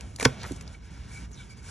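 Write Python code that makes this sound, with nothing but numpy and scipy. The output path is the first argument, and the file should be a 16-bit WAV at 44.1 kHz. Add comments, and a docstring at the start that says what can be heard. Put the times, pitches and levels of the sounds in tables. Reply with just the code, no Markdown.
"""A broad steel blade pares a hoof on a wooden bench, close to two microphone ports.
The horn cracks and crunches (shaped noise), the slice snaps off (a noise burst, then damped modes) and
dull blows excite the bench (damped sines). The blade is drawn back with ticks and falling swishes, then
shaves on lightly: friction noise through its resonances, with narrow modes singing. Glove and sleeve rub,
the bench shudders at low frequency, a short room tail follows, and a low noise rumble lies beneath."""
import sys
import numpy as np
from scipy import signal
from scipy.fft import rfft, irfft, next_fast_len
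from scipy.io import wavfile

SR = 44100
rng = np.random.default_rng(int(sys.argv[2]) if len(sys.argv) > 2 else 0)


def inscribe(sig):
    """Save sig as 16-bit PCM at rate SR to the path in sys.argv[1].

    A 1-D sig is mono; a 2-D sig holds one channel per row.
    Samples are clipped to [-1, 1] before scaling.
    """
    pcm = np.round(np.clip(np.atleast_2d(sig).T, -1, 1) * 32767)
    wavfile.write(sys.argv[1], SR, pcm.astype(np.int16))


N = 74970

# horn giving way ahead of the edge: [t/s, level/dB, t60/s, f/Hz of the slice's ring, ring level/dB]
HORN_CRACKS = [(0.1858, -41.5, 0.03, 1850, -46), (0.1982, -18, 0.012, 2330, -27.5),
               (.2062, -29.5, 0.018, 2145, -31.5), (0.2092, -25.5, 0.022, 1790, -31),
               (0.2269, -16.5, 0.016, 1703, -31.5)]
# spectrum of breaking horn: [f/Hz, relative level/dB]
HORN_SPECTRUM = [(100, -2), (700, 3), (1300, 0.5), (2200, 0), (3200, -6.5), (5000, -6.5), (8500, -3.5),
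                 (10500, -6.5), (12000, -20), (13500, -34), (15500, -36)]
# resonances of the stressed slice, colouring the cracks: [f/Hz, width/Hz, relative level/dB]
SLICE_RESONANCES = [(2160, 330, 4), (3900, 580, 6.5), (5800, 350, -3), (8600, 1100, 8)]
SLICE_T60_S = 0.04
# horn crumbling under the edge: [t/s, half length/s, level/dB, centre f/Hz, width/octaves]
HORN_CRUNCHES = [(0.213, 0.0072, -42, 6200, .25), (0.218, .006, -41, 1200, 1),
                 (0.229, 0.0066, -47, 910, 0.35), (0.413, 0.018, -49, 4080, 0.56),
                 (.4425, .004, -40, 2400, 1), (0.454, .011, -43, 1630, 0.48),
                 (0.479, .012, -58, 11700, 0.089)]
CRUMBS_PER_S, CRUMB_T60_S = 570, 0.013

# spectrum of the tearing burst: [f/Hz, relative level/dB]
SNAP_SPECTRUM = [(200, 4.5), (700, -12), (1100, 3.5), (1270, -13), (1550, 7), (1900, 5), (2500, 1),
                 (3300, 1), (4000, -5), (5400, 5), (7400, -4.5), (10500, -5), (12500, -27), (15500, -36)]
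# hoof and blade ringing at the snap: [f/Hz, relative level/dB]
SNAP_RESONANCES = [(729, -11), (908, -7), (1020, -4), (1140, -4), (1440, -5), (1510, 1), (1759, -1),
                   (2009, -6), (2152, -2), (2335, -4), (2627, -5), (3105, -7), (3375, -4), (3660, -10),
                   (4648, -6), (4913, -3), (5589, -4), (6141, -8), (7365, -5), (8400, -12), (9420, -11)]
SNAP_S, SNAP_DB, SNAP_T60_S, SNAP_ATTACK_S = 0.252, -14, 0.0083, 0.0018
SNAP_HOLD_S = 0.003  # the fracture runs through the slice
MODE_LAG_AT_1KHZ_S, MODE_RISE_CYCLES = 0.002036, 1.7  # lower modes start later
MODE_DB, MODE_T60_AT_1KHZ_S, MODE_DAMPING_POWER = -11, 0.032, 0.25  # higher modes die sooner

# dull blows on the bench: [t/s, level/dB, f/Hz, t60/s]
BENCH_BLOWS = [(0.2255, -16.5, 447, 0.024), (0.2252, -24, 262, 0.051), (.255, -9, 252, 0.043),
               (.257, -6, 461, 0.028), (.261, -23.5, 72.5, 0.093), (0.2615, -8, 122.6, 0.052),
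               (0.5095, -19.5, 299, 0.04), (0.5204, -18, 280.5, 0.022)]
# bench modes ringing on from the snap: [f/Hz, level/dB, t60/s]
BENCH_MODES = [(212.5, -29.5, 0.14), (255, -28, 0.2)]
THUMP_RISE_S = 0.0018
# light contacts of the blade: [t/s, level/dB, t60/s, centre f/Hz, width/octaves]
BLADE_TICKS = [(.0085, -32.5, 0.015, 5060, 1), (.161, -31.5, 0.015, 6500, 0.71),
               (0.4318, -28.5, 0.014, 3760, 1), (0.4403, -36.5, 0.046, 1490, 1),
               (.4625, -40, 0.02, 6170, .6), (0.5192, -33, 0.014, 8800, 1), (0.5615, -44, 0.034, 6400, .6),
               (0.61, -33, 0.015, 4170, 1.05), (0.623, -45.5, 0.017, 8500, .6),
               (0.6767, -36.5, 0.014, 4800, 0.48), (0.746, -47, 0.03, 2620, 0.71),
               (1.315, -49, 0.033, 6700, .9), (1.529, -52, .025, 7500, .6)]

# friction while drawing back: [t/s, relative middle level/dB, relative treble level/dB]
DRAWING_BACK = [(0, -52.5, -66.5), (.18, -61.5, -69), (.2, -47.5, -51.5), (.245, -44, -45.5),
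                (.29, -45.5, -62.5), (.36, -49, -66.5), (.425, -47, -65.5), (.44, -46, -63),
                (.47, -46.5, -58), (.55, -52.5, -61), (.65, -55, -72.5), (.74, -55, -64.5),
                (.78, -62.5, -75)]
# friction while shaving on: [t/s, relative middle level/dB, relative treble level/dB]
SHAVING_ON = [(0.8, -63.5, -81), (0.862, -56.5, -67), (0.894, -58, -77), (0.91, -56.5, -68.5),
              (1.065, -55.5, -70.5), (1.148, -53, -56.5), (1.258, -53.5, -66.5), (1.272, -62, -78),
              (1.306, -67.5, -73), (1.316, -61, -73), (1.404, -56.5, -62.5), (1.486, -59.5, -70.5),
              (1.509, -58, -59.5), (1.558, -60.5, -80.5), (1.576, -58, -64), (1.622, -60.5, -71.5),
              (1.634, -56, -62.5), (1.7, -50, -56)]
# middle spectrum while drawing back: [f/Hz, relative level/dB]
BACK_SPECTRUM = [(150, 6.5), (400, 2), (700, 5.5), (1200, -1.5), (1550, 3.5), (1900, -2.5), (3400, -2),
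                 (4400, -9.5), (6000, -10), (10000, -46)]
# middle spectrum while shaving: [f/Hz, relative level/dB]
SHAVING_SPECTRUM = [(150, -4.5), (400, -1), (700, -7), (950, 0.5), (1220, -6), (1550, 3.5), (1900, -2),
                    (3400, -4.5), (4400, -9), (6000, -9), (10000, -41)]
# treble spectrum of both movements: [f/Hz, relative level/dB]
TREBLE_SPECTRUM = [(2000, -48), (4200, -3.5), (5500, -1), (7500, 4), (9200, 5), (10700, -12), (11800, -26),
                   (13000, -22), (15500, -52.5)]
# resonances of the flat steel: [f/Hz, width/Hz, relative level/dB]
STEEL_RESONANCES = [(1470, 95, -4.5), (2236, 60, 9), (3380, 29, 4.5), (4920, 220, 5), (5555, 87, 9.5),
                    (6200, 87, 5.5), (6600, 90, -1.5), (7320, 90, 5), (8230, 88, -9), (8490, 600, 2.5),
                    (10630, 170, 12)]
MIDDLE_GAIN_DB, TREBLE_GAIN_DB = 0.5, 7.5
GRAINS_PER_S = 6000

# steel singing where the edge bites: [t/s, half length/s, low, middle and high mode level/dB]
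EDGE_BITES = [(0.753, 0.012, -86, -54, -83), (.972, .01, -57.5, -83, -83), (1.113, 0.011, -55, -57, -77),
              (1.166, 0.022, -57.5, -46.5, -73), (1.406, 0.017, -55.5, -56.5, -73),
              (1.516, 0.023, -75, -55, -54), (1.59, 0.015, -65, -61.5, -59),
              (1.685, 0.056, -57.5, -60.5, -84)]
# singing modes of the blade: [f/Hz, width relative to f]
SINGING_MODES = [(1490, 0.053), (2285, 0.016), (4814, 0.011)]
# sliding blade, falling in pitch: [t/s, length/s, first f/Hz, last f/Hz, relative level/dB]
BLADE_SWISHES = [(0.379, 0.095, 5250, 3000, -57.5), (1.314, .052, 7100, 5310, -57.5),
                 (1.343, 0.118, 4135, 3100, -58)]
SWISH_GAIN_DB, SWISH_RELATIVE_WIDTH = 6.5, 0.13
SWISH_CATCHES_PER_S, SWISH_CATCH_T60_S = 900, 0.04

# glove and sleeve rubbing as the arm moves: [t/s, half length/s, level/dB]
CLOTH_RUBS = [(0.377, 0.05, -45.5), (0.916, 0.014, -49.5), (1.222, 0.02, -48), (1.444, 0.018, -47)]
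# spectrum of the rubbing: [f/Hz, relative level/dB]
CLOTH_SPECTRUM = [(80, 0), (170, 5.5), (300, 0), (450, -16.5), (900, -63)]
# bench shuddering as the weight on it shifts: [t/s, half length/s, f/Hz, level/dB]
BENCH_SHUDDERS = [(0.047, 0.02, 66, -34), (0.42, .035, 65, -42), (.922, 0.016, 63, -35),
                  (1.01, 0.033, 62, -39.5), (1.247, 0.016, 60, -32.5), (1.41, 0.043, 66, -38)]

# decay of the room: [f/Hz, t60/s]
ROOM_DECAY = [(100, 0.29), (500, 0.17), (2500, 0.12), (7000, 0.092), (12000, 0.18)]
ROOM_DB = -13.5
# gain of the part that differs between the ports, in room and rumble: [f/Hz, gain/dB]
DIFFUSE_GAIN = [(30, -15), (200, -13.5), (700, 2.5), (1500, -0.5), (3000, -33), (12000, -17)]
# spectrum of the rumble: [f/Hz, relative level/dB]
RUMBLE_SPECTRUM = [(12, -67.5), (20, -63), (41, -3.5), (66, 1), (129, -7), (211, -13), (334, -25.5),
                   (456, -25.5), (503, -37), (564, -32.5), (1000, -37.5), (1300, -34.5), (2200, -120)]
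# course of the rumble: [t/s, level/dB]
RUMBLE_COURSE = [(0, -42.5), (.05, -41.5), (.17, -44), (.3, -47.5), (.45, -40.5), (.62, -40.5), (.72, -45),
                 (.87, -47), (.91, -45.5), (1.1, -42), (1.25, -42), (1.28, -42.5), (1.44, -43),
                 (1.49, -45.5), (1.6, -44), (1.7, -43)]
# phase by which the left port leads: [f/Hz, phase/rad]
PORT_LEAD = [(20, 0), (500, 0), (750, .8), (950, 0), (1350, -.4), (1650, 0), (2300, .45), (4000, .65),
             (4650, 1.7), (5200, 5), (5700, 6.1), (6300, 6.5), (8700, 9.3), (9600, 9.7), (11800, 12.1),
             (13000, 12.9), (15500, 15)]
# left minus right port: [f/Hz, level difference/dB]
PORT_DIFFERENCE = [(50, -1.2), (160, -2), (450, -6), (740, -4.5), (1200, 0), (2000, 0), (12000, 0.94)]
LOW_CUT_HZ, TOP_HZ = 32, 15750


def amp(db):
    """Logarithmic level: decibels to amplitude ratio."""
    return 10 ** (np.asarray(db) / 20)


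def unit(x):
    """Normalisation: scale to rms 1."""
    return x / np.sqrt(np.mean(x ** 2) + 1e-20)


def along(points, hz):
    """Interpolation of (f, value) points on a logarithmic frequency axis."""
    f, v = np.transpose(points)
    return np.interp(np.log(hz + 1), np.log(f + 1), v)


def curves(rows):
    """Linear interpolation in time: one value per sample for each column after the time."""
    s, *cols = np.transpose(rows)
    return [np.interp(np.arange(N) / SR, s, c) for c in cols]


def filtered(x, response):
    """Linear filtering: the spectrum of x times a complex frequency response."""
    m = next_fast_len(N + SR // 2)
    return irfft(rfft(x, m) * response(np.fft.rfftfreq(m, 1 / SR)), m)[..., :N]


def noise(spectrum):
    """Spectral shaping of white noise, to rms 1."""
    return unit(filtered(rng.standard_normal(N), lambda f: amp(along(spectrum, f))))


def since(s):
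    """Time elapsed after s in seconds, zero before."""
    return np.maximum(np.arange(N) / SR - s, 0)


def strike(s, rise, t60):
    """Impact envelope: exponential approach from s, then exponential decay."""
    t = since(s)
    return (1 - np.exp(-t / rise)) * np.exp(-np.log(1000) * t / t60)


def ring(s, hz, rise, t60):
    """Free vibration of one damped mode."""
    return np.sin(2 * np.pi * hz * since(s)) * strike(s, rise, t60)


def resonant(modes, f):
    """Resonance: the gain of a flat response with power peaks added to it."""
    peaks = sum(amp(db) ** 2 / (1 + (2 * (f - hz) / width) ** 2) for hz, width, db in modes)
    return np.sqrt(1 + peaks)


def swell(s, half):
    """Gaussian modulation: a soft bump of level centred on s."""
    return np.exp(-((since(0) - s) / half) ** 2)


def stutter(rate, t60):
    """Shot process: random slips of random size, each dying away; an envelope of rms 1."""
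    sizes = amp(3 * rng.standard_normal(N))  # spread of 3 dB
    slips = (rng.random(N) < rate / SR) * sizes
    power_decay = np.exp(-2 * np.log(1000) / (t60 * SR))
    return unit(np.sqrt(signal.lfilter([1], [1, -power_decay], slips ** 2)))


def horn_noise(centre_hz, octaves):
    """Band limitation: one band of the noise of breaking horn, rms 1."""
    def band(f):
        return np.exp(-0.5 * (np.log2((f + 1) / centre_hz) / octaves) ** 2)
    return unit(filtered(noise(HORN_SPECTRUM), band))


def cracks():
    """Brittle fracture: bursts ahead of the edge ring the slice, lower from the second crack on."""
    horn = unit(filtered(noise(HORN_SPECTRUM), lambda f: resonant(SLICE_RESONANCES, f)))
    out = np.zeros(N)
    for s, db, t60, hz, ring_db in HORN_CRACKS:
        out += amp(db) * horn * strike(s, 0.00052, t60)
        out += amp(ring_db) * ring(s, hz, 0.00054, SLICE_T60_S)
    return out


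def crunches():
    """Granular fracture: crumbs of horn break in quick, uneven runs under the edge."""
    bands = sum(amp(db) * swell(s, half) * horn_noise(hz, octaves)
                for s, half, db, hz, octaves in HORN_CRUNCHES)
    return stutter(CRUMBS_PER_S, CRUMB_T60_S) * bands


def snap():
    """Sudden release: a tearing burst, then modes of hoof and blade ring, the high ones first."""
    rise = np.exp(np.minimum(since(0) - SNAP_S, 0) / SNAP_ATTACK_S)
    release = np.exp(-np.log(1000) * since(SNAP_S + SNAP_HOLD_S) / SNAP_T60_S)
    out = amp(SNAP_DB) * noise(SNAP_SPECTRUM) * rise * release
    for hz, db in SNAP_RESONANCES:
        khz = hz / 1000
        start = SNAP_S + MODE_LAG_AT_1KHZ_S / khz
        t60 = MODE_T60_AT_1KHZ_S / khz ** MODE_DAMPING_POWER
        out += amp(MODE_DB + db) * ring(start, hz, MODE_RISE_CYCLES / hz, t60)
    return out


def thumps():
    """Impact excitation: blade and hoof knock on the bench, whose modes ring on from the snap."""
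    blows = sum(amp(db) * ring(s, hz, THUMP_RISE_S, t60) for s, db, hz, t60 in BENCH_BLOWS)
    return blows + sum(amp(db) * ring(SNAP_S, hz, THUMP_RISE_S, t60) for hz, db, t60 in BENCH_MODES)


def ticks():
    """Brief contact: the edge touches the horn lightly, giving short bands of noise."""
    return sum(amp(db) * horn_noise(hz, octaves) * strike(s, 0.00033, t60)
               for s, db, t60, hz, octaves in BLADE_TICKS)


def friction(spectrum):
    """Sliding friction: steady hiss and equally strong tiny slips ring the flat steel, rms 1."""
    slips = (rng.random(N) < GRAINS_PER_S / SR) * rng.standard_normal(N)
    force = rng.standard_normal(N) + unit(slips)
    return unit(filtered(force, lambda f: amp(along(spectrum, f)) * resonant(STEEL_RESONANCES, f)))


def scrape():
    """Friction in two strokes: the edge slides back over the sole, then shaves forward."""
    middle_db, treble_db = curves(np.vstack([DRAWING_BACK, SHAVING_ON]))
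    shaving = since(DRAWING_BACK[-1][0]) > 0
    middle = np.where(shaving, friction(SHAVING_SPECTRUM), friction(BACK_SPECTRUM))
    treble = friction(TREBLE_SPECTRUM)
    return amp(middle_db + MIDDLE_GAIN_DB) * middle + amp(treble_db + TREBLE_GAIN_DB) * treble


def singing():
    """Frictional excitation of resonance: noise swells in three narrow modes of the blade."""
    modes = np.array([
        unit(filtered(rng.standard_normal(N), lambda f: 1 / (1 + ((f / hz - 1) / width) ** 2)))
        for hz, width in SINGING_MODES])
    return sum(swell(s, half) * (amp(levels_db) @ modes) for s, half, *levels_db in EDGE_BITES)


def swishes():
    """Gliding noise band: low noise modulates a falling tone, a broken hiss as the blade slows."""
    out = np.zeros(N)
    for s, length, from_hz, to_hz, db in BLADE_SWISHES:
        progress = np.minimum(since(s) / length, 1)
        width_hz = SWISH_RELATIVE_WIDTH * from_hz
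        band = unit(filtered(rng.standard_normal(N), lambda f: np.exp(-(f / width_hz) ** 2)))
        pitch_hz = from_hz * (to_hz / from_hz) ** progress
        carrier = np.sin(2 * np.pi * np.cumsum(pitch_hz) / SR)
        out += amp(db + SWISH_GAIN_DB) * np.sin(np.pi * progress) * band * carrier
    return out * stutter(SWISH_CATCHES_PER_S, SWISH_CATCH_T60_S)


def cloth():
    """Soft friction: glove and sleeve rub as dull noise."""
    return noise(CLOTH_SPECTRUM) * sum(amp(db) * swell(s, half) for s, half, db in CLOTH_RUBS)


def shudders():
    """Low-order vibration: soft, deep swells of the bench's lowest mode, at random phase."""
    return sum(amp(db) * swell(s, half) * np.sin(2 * np.pi * (hz * since(0) + rng.random()))
               for s, half, hz, db in BENCH_SHUDDERS)


def room(x):
    """Reverberation: convolution with a short noise tail whose decay depends on frequency."""
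    hz, t, z = signal.stft(rng.standard_normal((2, SR // 2)), SR, nperseg=256)
    decay = np.exp(-np.log(1000) * t / along(ROOM_DECAY, hz)[:, None])
    tail = signal.istft(z * decay, SR, nperseg=256)[1]
    mid, side = signal.fftconvolve(x[None], tail / np.linalg.norm(tail[0]), axes=1)[:, :N]
    side = filtered(side, lambda f: amp(along(DIFFUSE_GAIN, f)))
    return np.array([mid + side, mid - side])


def rumble():
    """Partly coherent noise: an uneven low rumble, slightly different at each port."""
    level_db, = curves(RUMBLE_COURSE)
    side = filtered(noise(RUMBLE_SPECTRUM), lambda f: amp(along(DIFFUSE_GAIN, f)))
    return amp(level_db) * (noise(RUMBLE_SPECTRUM) + np.array([side, -side]))


def scene():
    """Superposition at two ports, with phase and level differences; the bass leans right."""
    work = cracks() + crunches() + snap() + thumps() + ticks() + scrape()
    work = work + singing() + swishes() + cloth() + shudders()
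    half = np.array([[0.5], [-0.5]])  # each port takes half of the difference

    def ports(f):
        gain = amp(half * along(PORT_DIFFERENCE, f))
        return gain * np.exp(1j * half * along(PORT_LEAD, f))
    return filtered(work + amp(ROOM_DB) * room(work) + rumble(), ports)


def record(dry):
    """Band limitation: the recorder drops the deepest bass and all above its upper limit."""
    return filtered(dry, lambda f: (f < TOP_HZ) * (1 - np.exp(-(f / LOW_CUT_HZ) ** 2)))


dry = scene()
out = record(dry)
inscribe(out)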